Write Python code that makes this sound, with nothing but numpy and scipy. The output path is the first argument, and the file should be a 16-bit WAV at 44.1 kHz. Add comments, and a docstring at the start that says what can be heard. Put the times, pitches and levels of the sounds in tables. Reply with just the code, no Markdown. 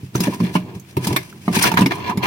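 """A seat belt is pulled out from under a car seat, close to a two-port microphone in the small cabin.
The webbing swishes over itself and the floor: thousands of tiny random slips, swelling and dying away.
Its buckle is dragged along, scraping in coarser slips and knocking on the sheet-steel floor pan, which
thuds and rings in damped modes; the metal tongue clinks. Behind it lie a floor rumble and faint noise."""
import sys
import numpy as np
from scipy import signal
from scipy.fft import rfft, irfft, next_fast_len
from scipy.io import wavfile

SR = 44100
rng = np.random.default_rng(int(sys.argv[2]) if len(sys.argv) > 2 else 0)


def transcribe(signal):
    """Save signal, clipped to [-1, 1], as a 16-bit WAV file at the path in sys.argv[1]."""
    frames = np.atleast_2d(signal).T
    limited = np.clip(frames, -1, 1)
    pcm = np.round(limited * 32767).astype(np.int16)
    wavfile.write(sys.argv[1], SR, pcm)


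N = 99974
TIME = np.arange(N) / SR
HIT_SIZE, ATTACK_SIZE = SR // 2, SR // 50   # samples: 0.5 s and 20 ms

# the floor pan's main hollow note under a scrape, and its strength and decay at any pitch
HOLLOW_HZ, HOLLOW_MODE_DB, HOLLOW_T60_S = 998, 10, 0.04
RING_EDGES_HZ = (440, 1076)
SLIPS_PER_S, SLIP_SPREAD_DB = 1500, 3   # buckle slips; the spread also serves the webbing's snags


def from_db(db):
    """Decibels to gain."""
    return 10 ** (np.asarray(db) / 20)


def rms_one(x):
    """Scale to unit power."""
    return x / np.sqrt(np.mean(x ** 2) + 1e-20)


def attack_one(x):
    """Scale a hit to unit power over its first 20 ms."""
    return x / np.sqrt(np.mean(x[..., :ATTACK_SIZE] ** 2) + 1e-20)


def add(out, start_s, x):
    """Mix a sound in at a time, cutting what runs past the end."""
    i = int(np.clip(start_s * SR, 0, N - 1))
    out[:, i:i + x.shape[-1]] += x[..., :N - i]


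def colour(x, spectrum, share=1):
    """Filter by a share of a (frequency_hz, gain_db) curve, joined up along log frequency."""
    hz, db = np.transpose(spectrum)
    size = next_fast_len(x.shape[-1] + 2048)
    f = np.maximum(np.fft.rfftfreq(size, 1 / SR), 1)
    gain = from_db(share * np.interp(np.log(f), np.log(hz), db))
    return irfft(rfft(x, size) * gain, size)[..., :x.shape[-1]]


def band(x, edges_hz):
    """Keep one band."""
    return signal.sosfilt(signal.butter(3, edges_hz, "band", fs=SR, output="sos"), x)


def ring(x, modes):
    """Drive parallel resonators, one per (pitch_hz, level_db, t60_s) mode."""
    out = 0
    for hz, db, t60 in modes:
        radius = from_db(-60 / (t60 * SR))   # decay per sample
        angle = 2 * np.pi * hz / SR
        feed = [np.sin(angle), 0, -np.sin(angle)]
        feedback = [1, -2 * radius * np.cos(angle), radius * radius]
        out = out + from_db(db) * signal.lfilter(feed, feedback, x + 1e-18) / np.sin(angle)
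    return out


def dying_noise(t60, channels=2):
    """Noise that falls 60 dB in t60 seconds, with unit energy per channel on average."""
    x = rng.standard_normal((channels, HIT_SIZE)) * from_db(-60 * TIME[:HIT_SIZE] / t60)
    return rms_one(x) / np.sqrt(HIT_SIZE)


def cabin(x):
    """The close cabin: direct sound plus a short and a longer dying noise, different at each port."""
    early_t60_s, late_t60_s, direct_db, late_db = 0.054, 0.15, -11, -8
    response = dying_noise(early_t60_s) + from_db(late_db) * dying_noise(late_t60_s)
    response[:, 0] += from_db(direct_db)
    return signal.fftconvolve(x[None], response, axes=1)[:, :len(x)]


def stroke(top_s, rise_s, fall_s):
    """A movement swells to its top and dies away, by 20 dB over each of the two spans."""
    longest_rise_s, longest_fall_s = 0.13, 0.24
    rise_curve, fall_curve = 1.3, 1.1
    before = np.maximum(top_s - TIME, 0) / min(rise_s, longest_rise_s)
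    after = np.maximum(TIME - top_s, 0) / min(fall_s, longest_fall_s)
    return from_db(-20 * np.minimum(before ** rise_curve + after ** fall_curve, 10))


def grains(per_s, spread_db):
    """Random tiny slips of uneven size and either sign, at unit power."""
    sizes = from_db(spread_db * np.minimum(rng.exponential(1, N), 5)) * rng.choice([-1, 1], N)
    return rms_one(sizes * (rng.random(N) < per_s / SR))


def flutter():
    """Sliding goes in small jerks: a smoothed random gain."""
    depth_db, width_s = 1.9, 0.006   # rms depth; two standard deviations of the smoothing bell
    lag = np.arange(-ATTACK_SIZE, ATTACK_SIZE)
    kernel = np.exp(-0.5 * (lag / (width_s * SR / 2)) ** 2)
    wander = signal.fftconvolve(rng.standard_normal(N), kernel, "same")
    return from_db(depth_db * rms_one(wander))


def chatter(length_s):
    """A brief chatter of contact: noise with this decay time constant, heard in the cabin."""
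    return cabin(rng.standard_normal(HIT_SIZE) * np.exp(-TIME[:HIT_SIZE] / length_s))


def floor_ring(x, hollow_hz):
    """The floor pan's hollow note and nearby modes; each port hears a different mix of the two drives."""
    # higher, ringing modes of the floor pan: pitch_hz, level_db, t60_s
    ring_modes = [(622.5, -15, 0.22), (722, -6, 0.078), (924, -1, 0.039), (1180, -2, 0.077)]
    side_db = 1
    drive = x[0] + from_db(side_db) * x[1] * np.array([[1], [-1]])
    modes = [*ring_modes, (hollow_hz, HOLLOW_MODE_DB, HOLLOW_T60_S)]
    return band(ring(drive, modes), RING_EDGES_HZ)


def background():
    """The quiet background of the cabin: steady coloured noise, independent at each port."""
    # spectrum of the background: frequency_hz, gain_db
    background_spectrum = [(120, 3), (500, 7.5), (1500, 1.5), (2400, 6.5), (4000, -1.5), (15500, -9.5)]
    level_db = -52.5
    return from_db(level_db) * rms_one(colour(rng.standard_normal((2, N)), background_spectrum))


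def rumble():
    """Dense random impulses keep the floor pan rumbling under the belt; the lighter the touch, the duller."""
    # rumble of the floor pan under the moving belt: time_s, level_db
    rumble_level = [(0, -38.5), (.115, -47), (.17, -24), (.35, -29), (.39, -32.5), (.48, -28.5),
                    (.54, -32.5), (.76, -30.5), (.82, -43.5), (.95, -39), (1.02, -29), (1.13, -19),
                    (1.23, -38), (1.43, -39.5), (1.55, -24.5), (1.83, -25), (1.93, -31), (2.27, -27)]
    # spectrum of the rumble: frequency_hz, gain_db
    rumble_spectrum = [(25, 5.5), (55, -18), (90, 3.5), (130, 1), (190, 0), (260, -5.5), (380, -2.5),
                       (520, -20), (1000, -17.5), (2500, -79)]
    firm_touch_db, light_touch = -30.5, [(200, 1), (380, -9)]   # light touch: frequency_hz, gain_db
    side_db = -18   # the two ports hear nearly the same
    middle, side = grains(2000, 2), grains(2000, 2)
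    stereo = middle + from_db(side_db) * side * np.array([[1], [-1]])
    steady = rms_one(colour(stereo, rumble_spectrum))
    force = from_db(np.interp(TIME, *np.transpose(rumble_level)))
    firm = np.minimum(force / from_db(firm_touch_db), 1)
    return force * (firm * steady + (1 - firm) * colour(steady, light_touch))


def clinks():
    """The metal tongue is touched: a bright snap and one brief note, direct and in the cabin."""
    # small clinks of the tongue: start_s, level_db, pitch_hz, snap_db (relative to the note)
    clink_list = [(0.157, -36, 6200, -11), (0.798, -53, 6430, -3), (0.848, -61.5, 2350, -19),
                  (1.327, -52.5, 1470, -16), (1.625, -28, 8950, -6), (1.628, -29.5, 5550, -4)]
    note_t60_s, snap_t60_s, room_db = 0.009, 0.015, 3
    out = np.zeros((2, N))
    touch = signal.unit_impulse(HIT_SIZE)
    for start_s, level_db, pitch_hz, snap_db in clink_list:
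        note = attack_one(ring(touch, [(pitch_hz, 0, note_t60_s)]))
        snap = attack_one(band(dying_noise(snap_t60_s, channels=1)[0], (5000, 16000)))
        clink = note + from_db(snap_db) * snap
        add(out, start_s, from_db(level_db) * (clink + from_db(room_db) * cabin(clink)))
    return out


def thud(pitch_hz):
    """A blow gives a short thump and wakes mostly the low modes near its pitch, set by where it lands."""
    # low modes of the floor pan: pitch_hz, level_db, t60_s
    pan_modes = [(98.3, -11, 0.39), (130, -2.5, 0.36), (183.5, 1, 0.23), (208.7, 0, 0.091),
                 (278, 5.5, 0.093), (320.3, 1.5, 0.097), (382.6, 9, 0.057), (473, -9.5, 0.17),
                 (599, -3, 0.079)]
    thump_db, thump_t60_s, push_s = 16, 0.04, 0.0039   # push: time constant of the onset
    width_oct, spread_db = 0.65, 1.8
    t = TIME[:HIT_SIZE]
    out = from_db(thump_db - 60 * t / thump_t60_s) * np.sin(2 * np.pi * pitch_hz * t)
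    for hz, db, t60 in pan_modes:
        nearness = 1 / (1 + (np.log2(hz / pitch_hz) / width_oct) ** 2)
        weight = nearness * from_db(db + rng.normal(0, spread_db))
        tone = np.sin(2 * np.pi * hz * rng.normal(1, 0.012) * t + rng.normal(0, 0.6))
        out = out + weight * tone * from_db(-60 * t / t60)
    return attack_one(out * (1 - np.exp(-t / push_s)))


def clack(pitch_hz):
    """The buckle's case clacks: a band of contact chatter and one short note that it excites."""
    edges_hz, chatter_s, case_t60_s, body_db = (680, 3100), 0.0029, 0.01, -2
    contact = band(chatter(chatter_s), edges_hz)
    note = attack_one(ring(contact, [(pitch_hz, 0, case_t60_s)]))
    return attack_one(note + from_db(body_db) * attack_one(contact))


def tick():
    """Metal ticks: very short, bright contact chatter."""
    # spectrum of the tick: frequency_hz, gain_db
    tick_spectrum = [(2500, 1.5), (4200, 9), (5600, 7), (7500, 0.5), (11000, 3), (15500, -5)]
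    return attack_one(colour(chatter(0.0027), tick_spectrum))


def knocks():
    """The floor thuds and rings, the case clacks, the metal ticks; spot and corner set the notes."""
    # knocks on the floor pan, levels before the trims below: start_s, thud_db, thud_pitch_hz,
    # ring_db, ring_pitch_hz, clack_db, clack_pitch_hz, tick_db
    knock_list = [(0.151, -14.5, 136, -23.5, 960, -26, 1590, -33.5),
                  (0.204, -13.5, 185, -28, 984, -60, 2260, -23),
                  (0.27, -17, 250, -28, 870, -26.5, 1760, -36.5),
                  (0.402, -13.5, 205, -29, 1045, -36, 2480, -39.5),
                  (0.553, -13.5, 237.6, -14.5, 990, -24, 2760, -38),
                  (0.557, -14.5, 173, -20, 1052, -23, 2600, -41),
                  (0.968, -13.5, 112, -18.5, 936, -29, 2380, -32.5),
                  (1.070, -16.5, 189, -23.5, 944, -34, 3430, -22.5),
                  (1.104, -18, 97, -29.5, 970, -42, 2723, -53),
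                  (1.162, -24.5, 320, -18.5, 1094, -15, 2130, -18.5),
                  (1.479, -11.5, 214, -16.5, 1020, -27, 2170, -42),
                  (1.566, -12.5, 206, -13.5, 896, -20, 2400, -25.5),
                  (1.638, -29, 185, -19, 990, -12.5, 1490, -17),
                  (1.716, -19, 179, -18.5, 904, -24.5, 2800, -29.5),
                  (1.739, -16.5, 182, -24, 920, -24.5, 1800, -32),
                  (1.772, -20, 185, -27, 940, -9.5, 1620, -24.5),
                  (1.790, -13, 234, -17.5, 946, -29, 1540, -27),
                  (1.808, -8.5, 162, -30, 1030, -38, 2780, -24.5),
                  (1.818, -8, 193, -17, 987, -20.5, 2780, -30),
                  (1.86, -12.5, 276, -23.5, 904, -17, 2210, -23),
                  (1.909, -24.5, 326, -30, 970, -22, 1760, -43),
                  (2.096, -23, 212, -19.5, 1001, -26, 1790, -36),
                  (2.173, -13.5, 163, -32, 900, -31.5, 2150, -33)]
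    # further thuds of the floor pan, some part of a knock, without ring, clack or tick of their own,
    # levels before the thud trim: start_s, thud_db, thud_pitch_hz
    further_thuds = [(0.032, -23, 111), (.153, -18.5, 347), (.278, -23, 570), (0.28, -13.5, 222),
                     (.419, -14, 211), (0.437, -13.5, 199), (.76, -27.5, 177), (0.973, -17, 346),
                     (1.345, -34.5, 125), (1.501, -17, 200), (1.656, -15.5, 183)]
    thud_trim_db, ring_trim_db, clack_trim_db, tick_trim_db = -2, -4.5, -4, -1.66
    ring_contact_s = 0.012   # t60 of the noise that drives the ring
    out = np.zeros((2, N))
    for start_s, thud_db, thud_hz, ring_db, ring_hz, clack_db, clack_hz, tick_db in knock_list:
        rung = attack_one(floor_ring(dying_noise(ring_contact_s), ring_hz))
        add(out, start_s, from_db(thud_trim_db + thud_db) * thud(thud_hz))
        add(out, start_s, from_db(ring_trim_db + ring_db) * rung)
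        add(out, start_s, from_db(clack_trim_db + clack_db) * clack(clack_hz))
        add(out, start_s, from_db(tick_trim_db + tick_db) * tick())
    for start_s, thud_db, thud_hz in further_thuds:
        add(out, start_s, from_db(thud_trim_db + thud_db) * thud(thud_hz))
    return out


def buckle_drag():
    """The buckle sticks and slips on the painted steel, rasping and setting the floor ringing."""
    # scrapes of the buckle: top_s, rasp_db, floor_ring_db (before the floor trims), rise_s, fall_s
    scrapes = [(0.244, -30, -30.5, 0.037, 0.12), (0.329, -34, -28.5, 0.0088, 0.038),
               (0.439, -32.5, -46, 0.066, 0.14), (0.561, -29, -28.5, 0.022, 0.067),
               (0.701, -46.5, -48, .13, 0.12), (1.1, -34.5, -33, 0.21, 0.16),
               (1.543, -27, -29, 0.032, 0.16), (1.619, -17, -15, 0.016, 0.014),
               (1.652, -12, -17.5, 0.011, 0.066), (1.68, -35, -41, .03, 0.29),
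               (1.781, -17.5, -13, 0.018, 0.061), (1.92, -20, -20.5, 0.021, 0.032),
               (2, -37.5, -28, 0.15, 0.08), (2.076, -25.5, -36, 0.11, 0.076),
               (2.113, -41, -19, 0.076, 0.03), (2.239, -19.5, -34, 0.022, 0.11),
               (2.26, -30.5, -21, 0.082, 0.066)]
    # spectrum of the rasp: frequency_hz, gain_db
    rasp_spectrum = [(500, 3), (1250, -5.5), (1660, 4.5), (2000, -2), (2300, 8.5), (3000, -4.5), (4200, -6),
                     (8000, -25.5)]
    floor_trim_db, hollow_trim_db = -3, -6.5
    slips = cabin(grains(SLIPS_PER_S, SLIP_SPREAD_DB) * flutter())
    power = 0
    for top_s, rasp_db, ring_db, rise_s, fall_s in scrapes:
        power = power + (from_db([[rasp_db], [ring_db]]) * stroke(top_s, rise_s, fall_s)) ** 2
    rasp_level, ring_level = np.sqrt(power)
    # a second stream of slips sounds the hollow note alike at both ports
    hollow = ring(grains(SLIPS_PER_S, SLIP_SPREAD_DB), [(HOLLOW_HZ, 0, HOLLOW_T60_S)])
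    hollow = rms_one(band(hollow, RING_EDGES_HZ))
    floor = from_db(floor_trim_db) * rms_one(floor_ring(slips, HOLLOW_HZ))
    floor = floor + from_db(hollow_trim_db) * hollow
    return rasp_level * rms_one(colour(slips, rasp_spectrum)) + ring_level * floor


def webbing():
    """Woven fibres catch and slip by the thousand as the belt slides; whole ribs of the weave snag too."""
    # swishes of the webbing, before level_db: top_s, swish_db, rise_s, fall_s
    swishes = [(.04, -54, .1, 0.11), (0.157, -32, 0.015, 0.074), (0.208, -32.5, 0.023, 0.14),
               (0.243, -24.5, 0.021, 0.012), (0.345, -33, 0.03, 0.032), (0.428, -44.5, 0.085, 0.45),
               (0.563, -38, 0.052, 0.045), (0.753, -46.5, 0.015, 0.045), (.9, -49, 0.042, 0.057),
               (1.049, -30, 0.039, 0.074), (1.078, -33.5, 0.0055, 0.12), (1.134, -30, 0.025, 0.013),
               (1.22, -46.5, .04, 0.36), (1.468, -47, 0.14, 0.044), (1.566, -22.5, 0.05, 0.031),
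               (1.59, -24, .004, 0.028), (1.627, -17.5, 0.02, 0.052), (1.665, -21.5, 0.021, 0.045),
               (1.93, -40.5, 0.03, 0.099), (2.242, -33.5, 0.012, 0.027)]
    # spectrum of the sliding webbing: frequency_hz, gain_db
    webbing_spectrum = [(300, -29), (1200, 3), (2300, 10.5), (3600, 5.5), (5400, 5), (7500, -0.5),
                        (11000, -1), (15500, -9.5)]
    fibres_per_s, fibre_spread_db = 10000, 6
    snags_per_s, snag_db = 260, -3
    level_db = 3
    power = 0
    for top_s, swish_db, rise_s, fall_s in swishes:
        power = power + (from_db(swish_db) * stroke(top_s, rise_s, fall_s)) ** 2
    speed = np.sqrt(power)
    slips = grains(fibres_per_s, fibre_spread_db)
    slips = slips + from_db(snag_db) * grains(snags_per_s, SLIP_SPREAD_DB)
    return from_db(level_db) * speed * flutter() * rms_one(colour(cabin(slips), webbing_spectrum))


def scene():
    """Belt and buckle over the quiet background of the cabin."""
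    return background() + rumble() + clinks() + knocks() + buckle_drag() + webbing()


def record(dry):
    """Each microphone port colours the sound; deep bass is cut, peaks are rounded, the top is cut."""
    # colour of the left port against the right, half given to each: frequency_hz, gain_db
    port_colour = [(210, -1.5), (400, 3), (650, 0), (1050, -10), (1800, 3.5), (2400, 1.5), (5400, 0.5),
                   (6700, -5), (8200, 3.5), (11500, 2), (13500, -14.5)]
    low_cut_hz, cutoff_hz = 108, 16000
    ports = np.array([colour(dry[0], port_colour, 1 / 2), colour(dry[1], port_colour, -1 / 2)])
    ports = signal.sosfilt(signal.butter(2, low_cut_hz, "high", fs=SR, output="sos"), ports)
    rounded = 1.05 * np.tanh(ports / 1.05)
    low_pass = signal.ellip(12, 0.1, 90, cutoff_hz, fs=SR, output="sos")
    return signal.sosfilt(low_pass, rounded)


dry = scene()
out = record(dry)
transcribe(out)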